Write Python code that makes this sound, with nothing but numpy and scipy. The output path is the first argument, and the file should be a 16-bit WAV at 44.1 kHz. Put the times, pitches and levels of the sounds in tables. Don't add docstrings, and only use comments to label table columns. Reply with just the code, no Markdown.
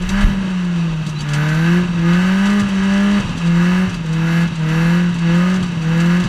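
import sys
import numpy as np
from scipy import signal
from scipy.fft import rfft, irfft, next_fast_len
from scipy.io import wavfile
from scipy.ndimage import uniform_filter1d, map_coordinates

SR = 44100
rng = np.random.default_rng(int(sys.argv[2]) if len(sys.argv) > 2 else 0)


def wav_out(sig):
    wavfile.write(sys.argv[1], SR, np.round(np.clip(np.atleast_2d(sig).T, -1, 1) * 32767).astype(np.int16))


N = 276948
TIME = np.arange(N) / SR

# start_s, end_s, raggedness (0-1), exhaust_drop_db
SPUTTERS = [(0, 0.067, 0, -5), (.24, 0.497, 0.31, -1), (1.025, 1.25, 0.27, -5), (1.816, 2.004, 0.23, -4),
            (2.612, 2.694, 0.29, -2), (3.188, 3.387, 0.59, -10.5), (3.852, 4.03, 0.32, -7.5),
            (4.452, 4.538, 0.34, -9), (5.114, 5.189, 0.37, -5), (5.565, 5.792, 0.38, -5.5),
            (6.235, 6.268, 0.7, -9)]
# pitch_hz, width_hz, boost_db
PANEL_RINGS = [(940, 81, 3.5), (1245, 74, 4), (1542, 47, 5.5), (2230, 53, 2), (2318, 295, -7.5),
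               (2596, 276, 5.5), (3420, 72, -6), (3833, 204, 6.5), (4566, 91, 8.5), (5200, 530, -6.5),
               (5720, 710, 6), (10900, 370, 5.5), (11800, 810, 1)]


def undb(db):
    return 10 ** (np.asarray(db) / 20)


def unit(x):
    return x / np.sqrt(np.mean(x ** 2))


def wander(rate):
    hold = int(SR / rate)
    steps = np.repeat(rng.standard_normal(N // hold + 1), hold)
    return 1.288 * uniform_filter1d(steps, hold)[:N]


def per_firing(firings):
    return map_coordinates(rng.standard_normal(2048), [firings], order=3, mode="wrap")


def colour(x, outline, rings=()):
    size = next_fast_len(N + 8192)
    hz = np.maximum(np.fft.rfftfreq(size, 1 / SR), 1)
    outline_hz, outline_db = np.transpose(outline)
    gain_db = np.interp(np.log(hz), np.log(outline_hz), outline_db)
    for pitch_hz, width_hz, boost_db in rings:
        gain_db += boost_db / (1 + (2 * (hz - pitch_hz) / width_hz) ** 2)
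    cepstrum = irfft(np.log(undb(gain_db)), size)
    cepstrum[1:size // 2] *= 2
    cepstrum[size // 2 + 1:] = 0
    return irfft(rfft(x, size) * np.exp(rfft(cepstrum)), size)[:N]


def echoes(x, decay_s):
    age = TIME[:SR // 10]
    return signal.fftconvolve(x, rng.standard_normal(len(age)) * np.exp(-age / decay_s))[:N]


def throttle():
    # start_s, end_s, opening_s, closing_s, boom_db, overtone_db, rasp_db, hiss_db
    presses = [(.085, .255, 0.2, 0.032, -19.5, -34, -17.5, -59),
               (1.204, 1.87, .17, 0.099, -17.5, -27, -25, -54),
               (1.946, 2.654, .16, 0.055, -17.5, -28, -24, -56.5),
               (2.686, 3.243, 0.27, 0.066, -17.5, -30.5, -24, -60),
               (3.38, 3.911, 0.25, 0.083, -17.5, -30, -24, -56),
               (4.05, 4.497, .28, .08, -19, -26, -24, -51.5),
               (4.567, 5.115, 0.17, 0.16, -18, -26.5, -24.5, -53),
               (5.186, 5.623, 0.16, 0.12, -18, -28.5, -25, -57.5),
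               (5.763, 6.308, 0.22, .16, -18, -26.5, -25, -55.5)]
    pedal = np.zeros(N)
    targets_db = np.outer(presses[0][4:], np.ones(N))
    for start, end, opening_s, closing_s, *levels_db in presses:
        pedal += np.clip(np.minimum((TIME - start) / opening_s, (end - TIME) / closing_s), 0, 1)
        targets_db[:, TIME >= start] = np.array(levels_db)[:, None]
    return np.clip(pedal, 0, 1), targets_db


def blend(shut_db, open_db, share):
    return shut_db + (open_db - shut_db) * share


def raggedness():
    ragged = sum(amount * ((TIME > start) & (TIME < end)) for start, end, amount, _ in SPUTTERS)
    return uniform_filter1d(ragged, SR // 50)


def sag(drop_s=0.0049, recover_s=0.064):
    return sum(np.interp(TIME, [start, start + drop_s, end, end + recover_s], [0, 0.43 * db, db, 0])
               for start, end, _, db in SPUTTERS)


def exhaust(firings, boom_db, overtone_db):
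    # pitch_hz, level_db
    silencer = [(40, 10.5), (90, -3), (150, 1.5), (205, 4.5), (245, -19.5), (350, -11.5), (800, -46)]
    # pitch_hz, width_hz, boost_db
    pipe_boom = [(170.4, 11.3, 3.5)]
    # multiple of the firing rate, relative_db
    overtone_levels = [(1.25, -2.5), (1.5, 0.5), (1.75, -6), (2, 6.5), (2.252, -36), (2.5, -35),
                       (2.75, -15.5), (3, -2.5), (3.25, -17), (3.5, -29), (4, -9), (4.5, -27), (5, -14.5),
                       (5.499, -23), (6.001, -18)]
    # pitch_hz, level_db
    cabin_air = [(200, 5.5), (260, -12.5), (300, -3), (345, 1.5), (390, -4), (425, -7.5), (490, 5),
                 (550, 0.5), (608, 10), (680, -18), (790, -8), (880, -10), (1050, 3)]
    ragged = raggedness()
    angle = 2 * np.pi * firings + ragged * per_firing(firings)
    imbalance = 0.054 * np.sin(np.pi * firings / 2)
    strength = 1 + imbalance + (0.11 + 0.75 * ragged) * per_firing(firings)
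    boom = colour(np.sqrt(2) * strength * np.sin(angle), silencer, pipe_boom)
    overtones = np.zeros(N)
    for multiple, db in overtone_levels:
        size = undb(db + 2.4 * wander(8)) * (1 + 0.19 * per_firing(firings))
        overtones += size * np.sin(multiple * angle + rng.uniform(0, 2 * np.pi))
    weak = np.clip((-32 - overtone_db) / 8, 0, 1)
    overtones *= 1 - 0.5 * weak + 1.6 * weak * per_firing(firings)
    return boom * undb(boom_db) + unit(colour(overtones, cabin_air)) * undb(overtone_db + 0.5)


def rasp(firings, load_db, tone_count=200, odd_db=-5, gas_db=-9):
    # pitch_hz, level_db
    engine_wall = [(200, -7), (400, -13), (600, -13.5), (750, -4.5), (920, -1.5), (1100, -5), (1250, 2.5),
                   (1600, 2.5), (1900, 2), (2350, 0), (2700, -7), (3300, -13.5), (6000, -21),
                   (15000, -37.5)]
    multiples = np.arange(tone_count)
    weights = undb(odd_db * (multiples % 2)) * (multiples > 0)
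    pattern = irfft(weights * np.exp(2j * np.pi * rng.random(tone_count)), 4096)
    cycles = (firings + 0.006 * per_firing(firings)) / 4
    clatter = np.interp(cycles, np.arange(len(pattern)) / len(pattern), pattern, period=1)
    throb = 1 + 0.4 * np.cos(2 * np.pi * firings) + 0.21 * per_firing(firings)
    sound = throb * (unit(clatter) + undb(gas_db) * rng.standard_normal(N))
    sound = echoes(sound, decay_s=0.023)
    return unit(colour(sound, engine_wall, PANEL_RINGS)) * undb(load_db - 1)


def intake(hiss_db):
    # pitch_hz, level_db
    hiss_tone = [(3000, -4), (7000, -6), (10500, 2.5), (11800, -5.5), (13000, 2.5), (15000, -12.5)]
    return unit(colour(rng.standard_normal(N), hiss_tone)) * undb(hiss_db + 4)


def tyre_scrub(slide, rolling_db=-32.5, slide_boost_db=3):
    # pitch_hz, level_db
    road_tone = [(18, -9), (33, 2.5), (50, 1), (70, -8.5), (120, -12), (250, -12), (600, -21),
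                 (1100, -13.5), (1800, -21), (2800, -15.5), (4000, -26.5), (7500, -35.5), (11000, -50),
                 (15000, -80)]
    scrub = rng.standard_normal(N) * undb(1.25 * wander(18))
    return unit(colour(scrub, road_tone, PANEL_RINGS)) * undb(rolling_db + slide_boost_db * slide)


def knock_force(knocks, gain_db=-10.5, rise_s=0.0013, lead_s=0.0014, fade_s=0.092):
    taps, age = np.zeros(N), TIME[:SR // 2]
    for time_s, db in knocks:
        if time_s < TIME[-1]:
            taps[int(max(time_s - lead_s, 0) * SR)] += undb(db + gain_db)
    shape = (1 - np.exp(-age / rise_s)) * undb(-60 * age / fade_s)
    return signal.fftconvolve(taps, shape)[:N]


def rattles(slide, chatter_db=-55, slide_boost_db=8):
    # time_s, relative_db
    knocks = [(.025, -27), (0.091, -11), (.21, -19), (1.0656, -18), (1.0944, -26), (1.206, -17.5),
              (1.2887, -18), (1.335, -10.5), (1.3514, -25), (1.487, -19), (2.1329, -23), (2.4565, -17),
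              (2.4995, -21), (2.5968, -17), (3.895, -21.5), (3.9426, -20), (4.129, -20.5), (4.6879, -21),
              (5.1435, -22), (5.4986, -23), (5.5425, -21), (5.628, -17.5), (6.003, -16), (6.2001, -20),
              (6.2397, -21)]
    # pitch_hz, level_db
    fitting_tone = [(800, -26), (2500, 6), (4000, 2.5), (6500, 1.5), (9000, -5.5), (11000, -19.5),
                    (15000, -23)]
    # pitch_hz, level_db
    tick_tone = [(800, -32), (3500, 4), (6500, 1), (9000, -5), (11000, -28), (15000, -32)]
    contacts = echoes(rng.standard_normal(N), decay_s=0.0055) * undb(0.4 * wander(600))
    chatter = undb(chatter_db + slide_boost_db * slide + 5 * wander(70))
    fittings = (chatter + knock_force(knocks)) * unit(colour(contacts, fitting_tone, PANEL_RINGS))
    ticks = slide * knock_force(light_knocks()) * unit(colour(contacts, tick_tone))
    return fittings + ticks


def light_knocks(start_s=2.1, typical_gap_s=1 / 11, count=60):
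    gap, size = rng.standard_normal((count, 2)).T
    times = start_s + np.cumsum(typical_gap_s * np.exp(0.5 * gap))
    return list(zip(times, -27.5 + 5 * size))


def gust(hiss_db=-32):
    # peak_s, level_db, rise_s, decay_s
    puffs = [(.11, -15.5, 0.065, 0.057), (.25, -12, 0.029, 0.058)]
    # pitch_hz, level_db
    wind_tone = [(10, -32), (24, -4), (35, 7), (55, -11), (100, -18), (200, -17), (600, -74), (3000, -96)]
    swirls = unit(colour(rng.standard_normal(N), wind_tone))
    force = sum(undb(db) * np.exp(-np.maximum((peak_s - TIME) / rise_s, (TIME - peak_s) / decay_s))
                for peak_s, db, rise_s, decay_s in puffs)
    return (unit(np.tanh(swirls)) + undb(hiss_db) * rng.standard_normal(N)) * force


def friction_tones(tones, waver, wavers_per_s):
    sound = np.zeros(N)
    for start, end, from_hz, to_hz, db in tones:
        progress = np.clip((TIME - start) / (end - start), 0, 1)
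        hz = (from_hz + (to_hz - from_hz) * progress) * (1 + waver * wander(wavers_per_s))
        swell = 2 * np.sqrt(progress * (1 - progress))
        sound += undb(db + 1.2 * wander(81)) * swell * np.sin(2 * np.pi * np.cumsum(hz) / SR)
    return np.sqrt(2) * sound


def tyre_squeals():
    # start_s, end_s, from_hz, to_hz, level_db
    squeals = [(.105, .24, 1536, 1550, -33), (1.35, 1.85, 1530, 1570, -32.5),
               (2.02, 2.32, 1218, 1276, -32.5), (2.02, 2.6, 1545, 1520, -35), (2.42, 2.66, 1210, 1228, -36),
               (3.5, 3.85, 1231, 1255, -39), (5.3, 5.58, 1228, 1257, -34), (6.0, 6.28, 1214, 1270, -39)]
    return friction_tones(squeals, waver=0.00693, wavers_per_s=91)


def body_jolts(rise_s=0.0032):
    # start_s, pitch_hz, fade_s (time to fall 60 dB), level_db
    thumps = [(0.23, 34.5, 0.24, -5), (.24, 75, .12, -4.5), (1.939, 105, 0.14, -24),
              (2.62, 110, 0.087, -12.5), (3.246, 94.96, 0.11, -14), (3.874, 100.1, .12, -13),
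              (5.614, 84.96, 0.11, -16.5)]
    sound = np.zeros(N)
    for start, hz, fade_s, db in thumps:
        age = np.maximum(TIME - start, 0)
        shape = (1 - np.exp(-age / rise_s)) * undb(db - 60 * age / fade_s)
        sound += shape * np.sin(2 * np.pi * hz * age)
    return sound


def exhaust_pops(firings, gain_db=-19, spread_db=4.5):
    # pitch_hz, level_db
    pop_tone = [(40, -25.5), (90, -7.5), (140, 5), (215, 0.5), (290, -10.5), (420, -25), (900, -47),
                (3000, -90)]
    fired = np.flatnonzero(np.diff(np.floor(firings)))
    direction, size = rng.standard_normal((2048, 2))[:len(fired)].T
    pulses = np.zeros(N)
    pulses[fired] = np.sign(direction) * undb(spread_db * np.clip(size, -2, 2))
    return unit(colour(pulses, pop_tone)) * raggedness() * undb(gain_db)


def fitting_squeaks():
    # start_s, end_s, from_hz, to_hz, level_db
    squeaks = [(1.155, 1.2, 3950, 4000, -38), (1.185, 1.215, 4500, 4600, -35.5)]
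    return friction_tones(squeaks, waver=0.005, wavers_per_s=850)


def scene(flywheel_s=0.0872):
    # time_s, firing_rate_hz
    engine_speed = [(.03, 179.5), (.2, 203.5), (1, 156.8), (1.33, 145.4), (1.55, 157.2), (1.79, 179.8),
                    (2.02, 166.1), (2.3, 188.1), (2.54, 205.4), (2.77, 191.6), (3.16, 204.6), (3.32, 167.8),
                    (3.56, 170.8), (3.84, 187.6), (4.05, 159), (4.44, 170.2), (4.66, 156), (5, 177.2),
                    (5.27, 166.8), (5.56, 187.7), (5.82, 159.2), (6.22, 180.2), (6.28, 175)]
    # time_s, amount (0-1)
    slide_amounts = [(1.9, 0.3), (2.6, 1), (3.45, 0.88), (4.05, 0.16), (5.2, 0.37), (6.28, 0.56)]
    firing_hz = np.interp(TIME, *np.transpose(engine_speed))
    firing_hz = uniform_filter1d(firing_hz, int(flywheel_s * SR), mode="nearest")
    firings = np.cumsum(firing_hz * (1 + 0.001028 * wander(30))) / SR
    pedal, (open_boom_db, open_overtone_db, open_rasp_db, open_hiss_db) = throttle()
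    sag_db = sag()
    boom_db = blend(-22, open_boom_db, pedal ** 0.4) + sag_db
    overtone_db = blend(-36.5, open_overtone_db, pedal ** 0.4) + 0.6 * sag_db
    hiss_db = blend(-70.5, open_hiss_db, pedal ** 1.14)
    coast_rasp_db = -38.5 + 0.238 * (firing_hz - 162)
    rasp_db = blend(coast_rasp_db, open_rasp_db, pedal ** 0.77)
    engine = exhaust(firings, boom_db, overtone_db) + rasp(firings, rasp_db)
    engine += intake(hiss_db) + exhaust_pops(firings)
    slide = np.interp(TIME, *np.transpose(slide_amounts))
    tyres = tyre_scrub(slide) + tyre_squeals()
    body = body_jolts() + rattles(slide) + fitting_squeaks()
    return (engine + tyres + body + gust())[None]


def record(dry, bass_hz=16, ceiling=0.8, top_hz=14900):
    sound = signal.sosfilt(signal.butter(2, bass_hz, "high", fs=SR, output="sos"), dry)
    sound = sound / (1 + (sound / ceiling) ** 10) ** (1 / 10)
    return signal.sosfilt(signal.ellip(8, 0.2, 70, top_hz, fs=SR, output="sos"), sound)


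dry = scene()
out = record(dry)
wav_out(out)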